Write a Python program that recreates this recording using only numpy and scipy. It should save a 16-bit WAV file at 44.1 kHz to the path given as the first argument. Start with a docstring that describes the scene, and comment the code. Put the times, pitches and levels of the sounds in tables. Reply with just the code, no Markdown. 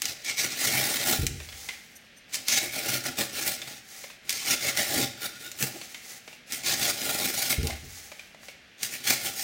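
"""Cutting corrugated cardboard

A knife slices strips off a hand-held sheet of corrugated cardboard, over a table in a small room.
The blade ticks onto the edge and rasps through the flutes: coloured noise surging with every push.
The sheet drums as the cut deepens, then flaps free as a group of wandering sine modes.
Strips drop on a pile of offcuts as decaying noise bursts; rubs and thin squeaks are swelling noise."""
import sys
import numpy as np
from scipy import signal
from scipy.fft import rfft, irfft, next_fast_len
from scipy.io import wavfile
from scipy.ndimage import uniform_filter1d, map_coordinates

SR = 44100
rng = np.random.default_rng(int(sys.argv[2]) if len(sys.argv) > 2 else 0)


def bounce(signal):
    """Save signal as a 16-bit WAV file at the path given by the first command-line argument."""
    frames = np.transpose(np.atleast_2d(signal))
    limited = np.clip(frames, -1, 1)
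    pcm = np.round(limited * 32767).astype(np.int16)
    wavfile.write(sys.argv[1], SR, pcm)


N = 415863  # length in samples


def amp(db):
    """Decibels to gain."""
    return 10 ** (np.asarray(db) / 20)


def unit(x):
    """Scale to rms 1."""
    return x / np.sqrt(np.mean(x ** 2) + 1e-20)


def along(points, hz):
    """Read (frequency, value) points on a log frequency axis."""
    f, v = np.transpose(points)
    return np.interp(np.log(hz + 1), np.log(f), v)


def wobble(rate):
    """A smooth random curve with this many knots a second."""
    knots = rng.standard_normal(int(N * rate / SR) + 4)
    return map_coordinates(knots, [np.arange(N) * rate / SR])


def filtered(x, gain):
    """Apply a gain that depends on frequency."""
    size = next_fast_len(N + SR // 2)
    hz = np.fft.rfftfreq(size, 1 / SR)
    return irfft(rfft(x, size) * gain(hz), size)[:N]


def coloured(x, spectrum, rings=(), size=4096):
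    """Pass x through a causal filter of energy 1: a spectrum with resonances on it."""
    hz = np.fft.rfftfreq(size, 1 / SR)
    db = along(spectrum, hz)
    for ring_hz, width_hz, boost_db in rings:
        db = db + boost_db / (1 + (2 * (hz - ring_hz) / width_hz) ** 2)
    # folding the cepstrum makes the filter minimum phase
    cepstrum = irfft(np.log(amp(db) + 1e-6))
    cepstrum[1:size // 2] *= 2
    cepstrum[size // 2 + 1:] = 0
    response = irfft(np.exp(rfft(cepstrum)))
    return signal.oaconvolve(x, response / np.linalg.norm(response))[:N]


def add(track, start_s, sound):
    """Mix a sound into the track at its start time."""
    part = track[max(round(start_s * SR), 0):][:len(sound)]
    part += sound[:len(part)]


def fibres(rate, spread_db, friction):
    """Tiny breaks of uneven size, on average rate a second, over smooth friction noise."""
    sizes = amp(spread_db * np.clip(rng.standard_normal(N), -2, 2)) * rng.choice([-1, 1], N)
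    breaks = unit(sizes * (rng.random(N) < rate / SR))
    return unit(breaks + friction * rng.standard_normal(N))


def burst(t60):
    """A puff of crushing paper: decaying noise of peak envelope 1, cut off after 0.2 s."""
    t = np.arange(SR // 5) / SR
    return rng.choice([-1, 1], len(t)) * amp(-60 * t / max(t60, .002))


# colour of the quiet room air: hz, level_db (per Hz, relative)
AIR_COLOUR = [(15, -53), (25, -18), (175, -9.5), (242, -7), (293, -15), (695, -15), (988, -25),
              (1650, -11.5), (2350, -11), (5570, -22), (8140, -33), (14000, -39), (16000, -42)]


def air():
    """The quiet room: steady noise in a fixed colour."""
    return amp(-54.5) * coloured(rng.standard_normal(N), AIR_COLOUR)


# the blade sits in the board and drags lightly, pushed or not: start_s, end_s, drag_db
CUTS = [(0.0, 1.374, -50), (2.302, 3.802, -46), (4.248, 5.825, -48), (6.48, 7.765, -44),
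        (8.796, 9.432, -45.5)]
# pushes of the knife: start_s, attack_s, hold_s, rasp_db, drum_db (of the sheet, relative to rasp),
# hiss_db (fine fibres, relative to rasp)
PUSHES = [ (0.007, 0.059, .039, -35, -13, -7.5), (0.245, 0.046, 0.019, -29.5, -16.5, -14),
          (0.368, 0.027, 0.021, -23, -20.5, -10), (0.42, 0.018, 0.011, -27.5, -8.5, -7),
          (0.489, .035, .005, -32, -13, -9), (0.565, 0.093, 0.021, -24.5, -13.5, -5),
          (0.682, 0.022, 0.26, -29, -8, -2.5), (0.978, 0.015, 0.045, -30.5, -7, -4),
          (1.043, 0.042, 0.047, -24.5, -6, -1.5), (1.146, 0.023, 0.069, -37.5, -8.5, -2),
          (2.325, 0.019, .005, -31.5, -22.5, -8), (2.467, 0.059, 0.06, -24.5, -15.5, -8),
          (2.598, .018, 0.051, -35.5, -5.5, -4), (2.71, 0.056, 0.023, -33, -9, -3.5),
          (2.8, 0.13, 0.04, -29.5, -8, -3.5), (3.035, 0.029, 0.0098, -28.5, -6.5, -5.5),
          (3.171, 0.026, 0.021, -26.5, -8.5, -3.5), (3.323, .048, 0.066, -33.5, -10.5, -4.5),
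          (3.445, 0.034, .003, -27.5, -10.5, 1), (3.501, 0.027, .009, -33, -14, -1),
          (3.588, 0.11, 0.031, -44.5, -6.5, -4), (4.283, .021, 0.13, -34.5, -18, -7),
          (4.442, .069, 0.015, -24, -14, -5.5), (4.584, 0.093, 0.027, -28, -10.5, -6.5),
          (4.747, 0.046, 0.036, -27.5, -8, -5.5), (4.814, .14, 0.084, -27.5, -9.5, -5),
          (5.201, 0.036, 0.025, -34.5, -9, -2.5), (5.38, 0.044, 0.053, -45, -10, -2),
          (5.584, .05, 0.0046, -28, -6.5, 0), (5.64, .016, 0.11, -52, 1, 0),
          (6.51, 0.034, .005, -32.5, -18, -3), (6.633, 0.046, 0.06, -25, -14.5, -7.5),
          (6.757, 0.088, 0.058, -27, -9.5, -4), (6.929, 0.15, 0.22, -31, -8.5, -2.5),
          (7.302, 0.068, 0.1, -29.5, -12, -2.5), (7.49, 0.015, 0.0093, -26, -9, 2),
          (7.633, .014, 0.05, -41.5, 1.5, -2.5), (8.825, .008, 0.027, -35, -17, -3),
          (8.884, 0.062, 0.016, -39, -15, -2.5), (9.047, 0.058, 0.031, -23, -13, -5),
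          (9.178, 0.097, 0.017, -32, -11, -2), (9.336, 0.064, .05, -33.5, -14.5, -0.5)]
DRAG_DRUM_DB, DRAG_HISS_DB = -9.5, -8.5  # drumming and hiss relative to the drag
DRAG_FADE_S = 0.052  # time to enter or leave the board
BITE_DB, RELEASE_DB_PER_S = 15, 375  # swell over a push's attack; fall rate after its hold
UNSTEADY_DB, UNSTEADY_PER_S = 0.4, 28  # the hand never presses quite evenly


def effort():
    """Pushes swell, hold and let go on top of the drag: rasp dB, then drum and hiss dB relative to it."""
    t = np.arange(N) / SR
    power = np.full((3, N), amp(-120) ** 2)  # rasp, drum, hiss
    for start, end, db in CUTS:
        inside = np.clip(np.minimum(t - start, end - t) / DRAG_FADE_S + .5, 0, 1)
        levels = amp(db + np.array([0, DRAG_DRUM_DB, DRAG_HISS_DB]))
        power += np.outer(levels, inside) ** 2
    for start, attack, hold, db, drum_db, hiss_db in PUSHES:
        near = slice(*np.searchsorted(t, [start - attack, start + attack + hold + .5]))
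        age = t[near] - start
        bite_db = -BITE_DB * np.maximum(1 - age / attack, 0) ** 2
        release_db = -RELEASE_DB_PER_S * np.maximum(age - attack - hold, 0)
        levels = amp(db + np.array([0, drum_db, hiss_db]))
        power[:, near] += np.outer(levels, amp(bite_db + release_db)) ** 2
    rasp, drum, hiss = 10 * np.log10(power)
    return rasp + UNSTEADY_DB * wobble(UNSTEADY_PER_S), drum - rasp, hiss - rasp


# the half-cut strip rings along with the blade: start_s, end_s, first_hz, last_hz, boost_db
STRIP_RINGS = [(0.2, 0.405, 2280, 2230, 10), (0.576, 0.794, 1970, 2300, 8.5), (2.493, 2.584, 6200, 6200, 7),
               (2.574, 2.815, 2180, 2270, 12.5), (2.848, 3.55, 1400, 1390, 3.5),
               (3.037, 3.26, 217, 218, 7.5), (4.62, 4.793, 2160, 2150, 10), (4.916, 5.06, 337, 305, 9.5),
               (5.12, 5.49, 1390, 1460, 11.5), (5.153, 5.49, 3630, 3640, 9), (5.745, 5.793, 327, 330, 16)]


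def flexing(x, patchy_db, size=512):
    """The board's resonances drift as it bends, and the strip's own ring glides through the rasp."""
    hz, t, z = signal.stft(x, SR, nperseg=size)
    field = uniform_filter1d(rng.standard_normal(z.shape), size=3, axis=0)  # smooth in pitch
    field = uniform_filter1d(field, size=7, axis=1)  # and in time
    db = patchy_db * unit(field)
    for start, end, first_hz, last_hz, boost_db in STRIP_RINGS:
        held = (t > start) & (t < end)
        centre = np.interp(t[held], [start, end], [first_hz, last_hz])
        half_width = 40 + 0.017 * centre
        db[:, held] += boost_db / (1 + ((hz[:, None] - centre) / half_width) ** 2)
    return signal.istft(z * amp(db), SR, nperseg=size)[1][:N]


# colours of a shallow cut, a deep cut and the drumming sheet: hz, level_db (per Hz, relative)
SHALLOW_COLOUR = [(650, -48.5), (1100, -10.5), (1270, -20), (1410, -4), (1560, -26), (1700, -0.5),
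                  (1860, -9), (2130, 0.5), (2760, -3.5), (6310, 0), (7640, -5), (8450, -3), (11400, -11.5),
                  (15100, -3.5), (16000, -26)]
DEEP_COLOUR = [(650, -40), (1100, -13.5), (1290, -11), (1410, 2), (1570, -0.5), (1740, 0.5), (2110, 1),
               (3330, -2.5), (3730, 0), (5100, -0.5), (5650, -1), (10200, -5.5), (11700, -9), (15100, -3.5),
               (16000, -9)]
SHEET_COLOUR = [(29, -52), (50, -16), (75, -8), (128, -0.5), (168, -13.5), (208, -0.5), (296, -6),
                (343, -1), (393, -3), (455, -2.5), (494, -10.5), (572, 1.5), (655, -6), (801, -0.5),
                (905, -15), (1250, -11.5), (1620, -56), (2750, -120)]
# resonances that the scraping rings: hz, width_hz, boost_db
BOARD_RINGS = [(138, 30, 6), (205, 65, 3), (264, 22, 7), (340.3, 33, 4), (765, 300, 2.5), (950, 160, -0.5),
               (1360, 150, 1.5), (1560, 96, -9), (2220, 200, 0)]


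def cutting():
    """Fibres break in surges, one for each flute; a deeper cut drums the sheet and recolours the rasp."""
    rasp_db, drum_db, hiss_db = effort()
    flute_hz = 64 * np.exp(.38 * wobble(25))
    flutes = np.cos(2 * np.pi * np.cumsum(flute_hz) / SR)
    # strong drumming counts as a deep cut: 0 shallow, 1 deep
    depth = np.clip((uniform_filter1d(drum_db, SR // 20) + 17.5) / 9, 0, 1)
    catching = 1.66 * wobble(75) + 0.84 * wobble(300)  # dB: the edge sticks and slips
    force = amp(rasp_db) * unit(amp(catching + (1.0 + 0.69 * depth) * flutes))

    scraping = fibres(rate=6000, spread_db=1.0, friction=0.65)
    shallow = coloured(force * np.sqrt(1 - depth) * scraping, SHALLOW_COLOUR, BOARD_RINGS)
    tearing = fibres(rate=3000, spread_db=0.5, friction=0.99)
    tearing += amp(-13.5) * fibres(rate=71, spread_db=2.0, friction=0)  # whole bundles snap now and then
    deep = coloured(force * np.sqrt(depth) * tearing, DEEP_COLOUR, BOARD_RINGS)
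    rasp = amp(-0.2) * (shallow + deep)
    hiss = filtered(rasp, lambda hz: 1 / (1 + (8500 / (hz + 1)) ** 8))  # top of the rasp
    edge = rasp - hiss + amp(hiss_db + 4.5) * hiss

    surges = amp(rasp_db + drum_db) * unit(amp(catching + 1.8 * flutes))
    thuds = fibres(rate=1200, spread_db=-0.5, friction=0.39)
    drum = coloured(surges * thuds, SHEET_COLOUR, BOARD_RINGS)
    drum_high = filtered(drum, lambda hz: 1 / (1 + (450 / (hz + 1)) ** 6))
    drum_low = drum - drum_high
    # a deeper cut drums slightly brighter
    body = amp(-0.5 - 0.73 * depth) * drum_low + amp(-1.0 + 0.59 * depth) * drum_high
    return flexing(edge + body, patchy_db=2.5)


# the blade meets the edge or snaps through a liner: start_s, level_db (before trim and colour)
TICKS = [(0.0195, -9), (0.0553, -12), (0.247, -21), (0.371, -24), (1.267, -8.5), (2.344, -12.5),
         (2.3545, -15), (2.484, -6.5), (3.187, -15.5), (3.478, -14), (4.294, -8.5), (4.3045, -12),
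         (4.327, -15.5), (4.7734, -9.5), (4.802, -16), (5.516, -21.5), (5.6258, -7.5), (6.5223, -14),
         (7.631, -21.5), (7.671, -14), (8.8315, -12), (8.849, -20)]
# colour of a snap on the stiff edge: hz, level_db (per Hz, relative)
TICK_COLOUR = [(300, -24), (1100, -15), (2200, 2.5), (4000, 1), (6200, 3.5), (11000, -4.5), (15500, -6)]


def ticks():
    """Steel on the stiff edge: one hard snap, the board's brief chatter, then a faint crumble."""
    snaps = np.zeros(N)
    for start_s, level_db in TICKS:
        snap = amp(-5.0) * burst(t60=0.0029)
        chatter = amp(-10.5) * burst(t60=0.023)
        crumble = amp(-18.5) * burst(t60=0.07)
        add(snaps, start_s, amp(level_db) * (snap + chatter + crumble))
    return coloured(snaps, TICK_COLOUR)


# the sheet springs free: start_s, level_db, slow_db and quick_db (bending, relative to level),
# t60_s (slow bending; the quick bending dies in half of it)
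FLAPS = [(1.184, -25.5, 6, -5, 0.22), (1.227, -28.5, 0, -3, 0.33), (1.30, -25.5, -9, -18, 0.86),
         (5.625, -29.5, -34, -3, 0.25), (7.580, -24.5, 1.5, -10, 0.44), (7.628, -28, -1, -4, 0.38),
         (7.829, -42.5, 2, -8, 0.6)]
# slow and quick bending modes of the sheet: hz, width_hz (twice the rms pitch wander), level_db
SLOW_MODES = [(58.7, 15, -8), (72, 13, -4.5), (83.7, 19, -3)]
QUICK_MODES = [(137.4, 10, 8), (166.5, 44, -11), (212.5, 43, -2.5), (251, 19, -1.5), (343, 34, -2),
               (417, 58, -2)]


def flaps():
    """Released by the blade, the sheet swings in its bending modes; the loose grip bends their pitch."""
    swing = np.zeros(N)
    t = np.arange(SR) / SR
    onset = 1 - np.exp(-t / 0.0046)
    for start_s, level_db, slow_db, quick_db, t60 in FLAPS:
        families = ((SLOW_MODES, slow_db, t60), (QUICK_MODES, quick_db, 0.5 * t60))
        for modes, bending_db, life in families:
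            for hz, width_hz, mode_db in modes:
                wander = unit(uniform_filter1d(rng.standard_normal(SR), SR // 50))
                phase = np.cumsum(hz + .5 * width_hz * wander) / SR + rng.random()
                fade = amp(level_db + bending_db + mode_db - 60 * t / life) * onset
                add(swing, start_s, fade * np.sin(2 * np.pi * phase))
    return swing


# light rubbing as the grip shifts between cuts: peak_s, rise_s (and fall), level_db (at the peak)
RUBS = [(1.42, 0.13, -45), (1.63, 0.14, -40), (1.85, 0.24, -53.5), (3.99, 0.15, -40), (5.88, 0.25, -44),
        (6.12, 0.085, -38.5), (6.31, .08, -48.5), (7.83, .12, -46.5), (7.99, 0.11, -42), (8.14, 0.2, -49.5),
        (8.47, .07, -47)]
# colour of rubbing card: hz, level_db (per Hz, relative)
RUB_COLOUR = [(180, -31), (300, -12), (486, -8), (656, -14), (762, -1.5), (978, -17.5), (1430, -7.5),
              (2070, -0.5), (2650, -8), (6200, -0.5), (8640, -6.5), (14200, -10.5), (16000, -6.5)]
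RUB_SWELL_DB = 14.5  # gained over the rise, lost over the fall


def rubbing():
    """A soft hiss of rubbing card swells and fades as the hands move back for the next cut."""
    t = np.arange(N) / SR
    swells = sum(amp(db - RUB_SWELL_DB * ((t - peak_s) / rise_s) ** 2) for peak_s, rise_s, db in RUBS)
    uneven = amp(-3.0 + 1.1 * wobble(40))
    grain = fibres(rate=3600, spread_db=6, friction=1)
    return coloured(swells * uneven * grain, RUB_COLOUR, BOARD_RINGS)


# strips and scraps land on the pile: start_s, level_db (before trims and colour),
# knock_db (hollow knock, relative to level), ring_hz
DROPS = [(1.402, -26.5, -10.5, 2530), (1.488, -29, -23, 3400), (1.525, -28, -22, 2070),
         (1.688, -17.5, -23, 2100), (3.617, -22, -32, 3570), (3.675, -30, -10, 1970),
         (4.039, -27.5, -9, 2190), (4.101, -30.5, -16, 2550), (5.75, -35, -21, 2250),
         (5.814, -24, -24, 4300), (5.945, -22.5, -28, 2100), (6.277, -28, -12.5, 2310),
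         (6.329, -32.5, -15, 2710), (7.526, -15, -17.5, 2160), (7.704, -19.5, -26, 2110),
         (8.117, -28.5, -6, 2330), (8.194, -28.5, -23, 2420), (8.346, -38.5, -5, 2040),
         (8.431, -37, -6, 1900), (8.484, -27.5, -11.5, 2240)]
# colours of a tapping scrap and of the pile's knock: hz, level_db (per Hz, relative)
SCRAP_COLOUR = [(500, -4.5), (1200, -1), (2200, 9.5), (3500, 7), (7000, 0), (15000, -17)]
KNOCK_COLOUR = [(100, -24), (350, -10), (570, 2.5), (800, -4), (1000, -6.5), (1500, -8), (2500, -23),
                (6000, -35)]


def drops():
    """Each light strip taps, rings and slithers to rest on the pile, which answers with a hollow knock."""
    pile = np.zeros(N)
    for start_s, level_db, knock_db, ring_hz in DROPS:
        slither = amp(-13) * burst(t60=0.48)
        tap = coloured(burst(t60=0.049) + slither, SCRAP_COLOUR, [(ring_hz, 300, 9)])
        knock = coloured(burst(t60=0.036), KNOCK_COLOUR)
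        add(pile, start_s, amp(level_db - 9.5) * tap + amp(level_db + knock_db - 1.5) * knock)
    return pile


# faint high squeaks in the first pause: peak_s, half_length_s, level_db
SQUEAKS = [(1.965, 0.01, -44), (2.178, .014, -54)]
# colour of a squeak: hz, level_db (per Hz, relative)
SQUEAK_COLOUR = [(3000, -38), (5500, -4), (9000, -9), (12000, -11), (16000, -16)]
# resonances of a squeak: hz, width_hz, boost_db
SQUEAK_RINGS = [(6120, 440, 20), (8900, 450, 22), (11850, 500, 17)]


def squeaks():
    """Brief, thin squeaks: friction noise in three narrow resonances."""
    t = np.arange(N) / SR
    swells = sum(amp(db) * np.exp(-((t - peak_s) / half_s) ** 2) for peak_s, half_s, db in SQUEAKS)
    return coloured(swells * rng.standard_normal(N), SQUEAK_COLOUR, SQUEAK_RINGS)


# reverberation of the small room: hz, t60_s
ROOM_DECAY = [(100, 0.58), (500, 0.5), (2000, 0.54), (6000, 0.49), (15000, 0.24)]


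def room(x):
    """The walls answer after a few milliseconds; each frequency dies at its own speed."""
    hz, t, z = signal.stft(rng.standard_normal(SR * 3 // 4), SR, nperseg=256)
    decay = amp(-60 * t / along(ROOM_DECAY, hz)[:, None])
    tail = signal.istft(z * decay, SR, nperseg=256)[1]
    tail = np.concatenate([np.zeros(int(.005 * SR)), tail])
    return signal.fftconvolve(x, tail / np.linalg.norm(tail))[:N]


def scene():
    """Knife and cardboard close by, in a quiet room."""
    close = cutting() + ticks() + flaps() + rubbing() + drops() + squeaks()
    return (close + amp(-10.5) * room(close) + air())[None]


TOP_HZ = 15950  # upper band limit


def record(dry):
    """Keep nothing at or above the band limit."""
    return filtered(dry[0], lambda hz: hz < TOP_HZ)[None]


dry = scene()
out = record(dry)
bounce(out)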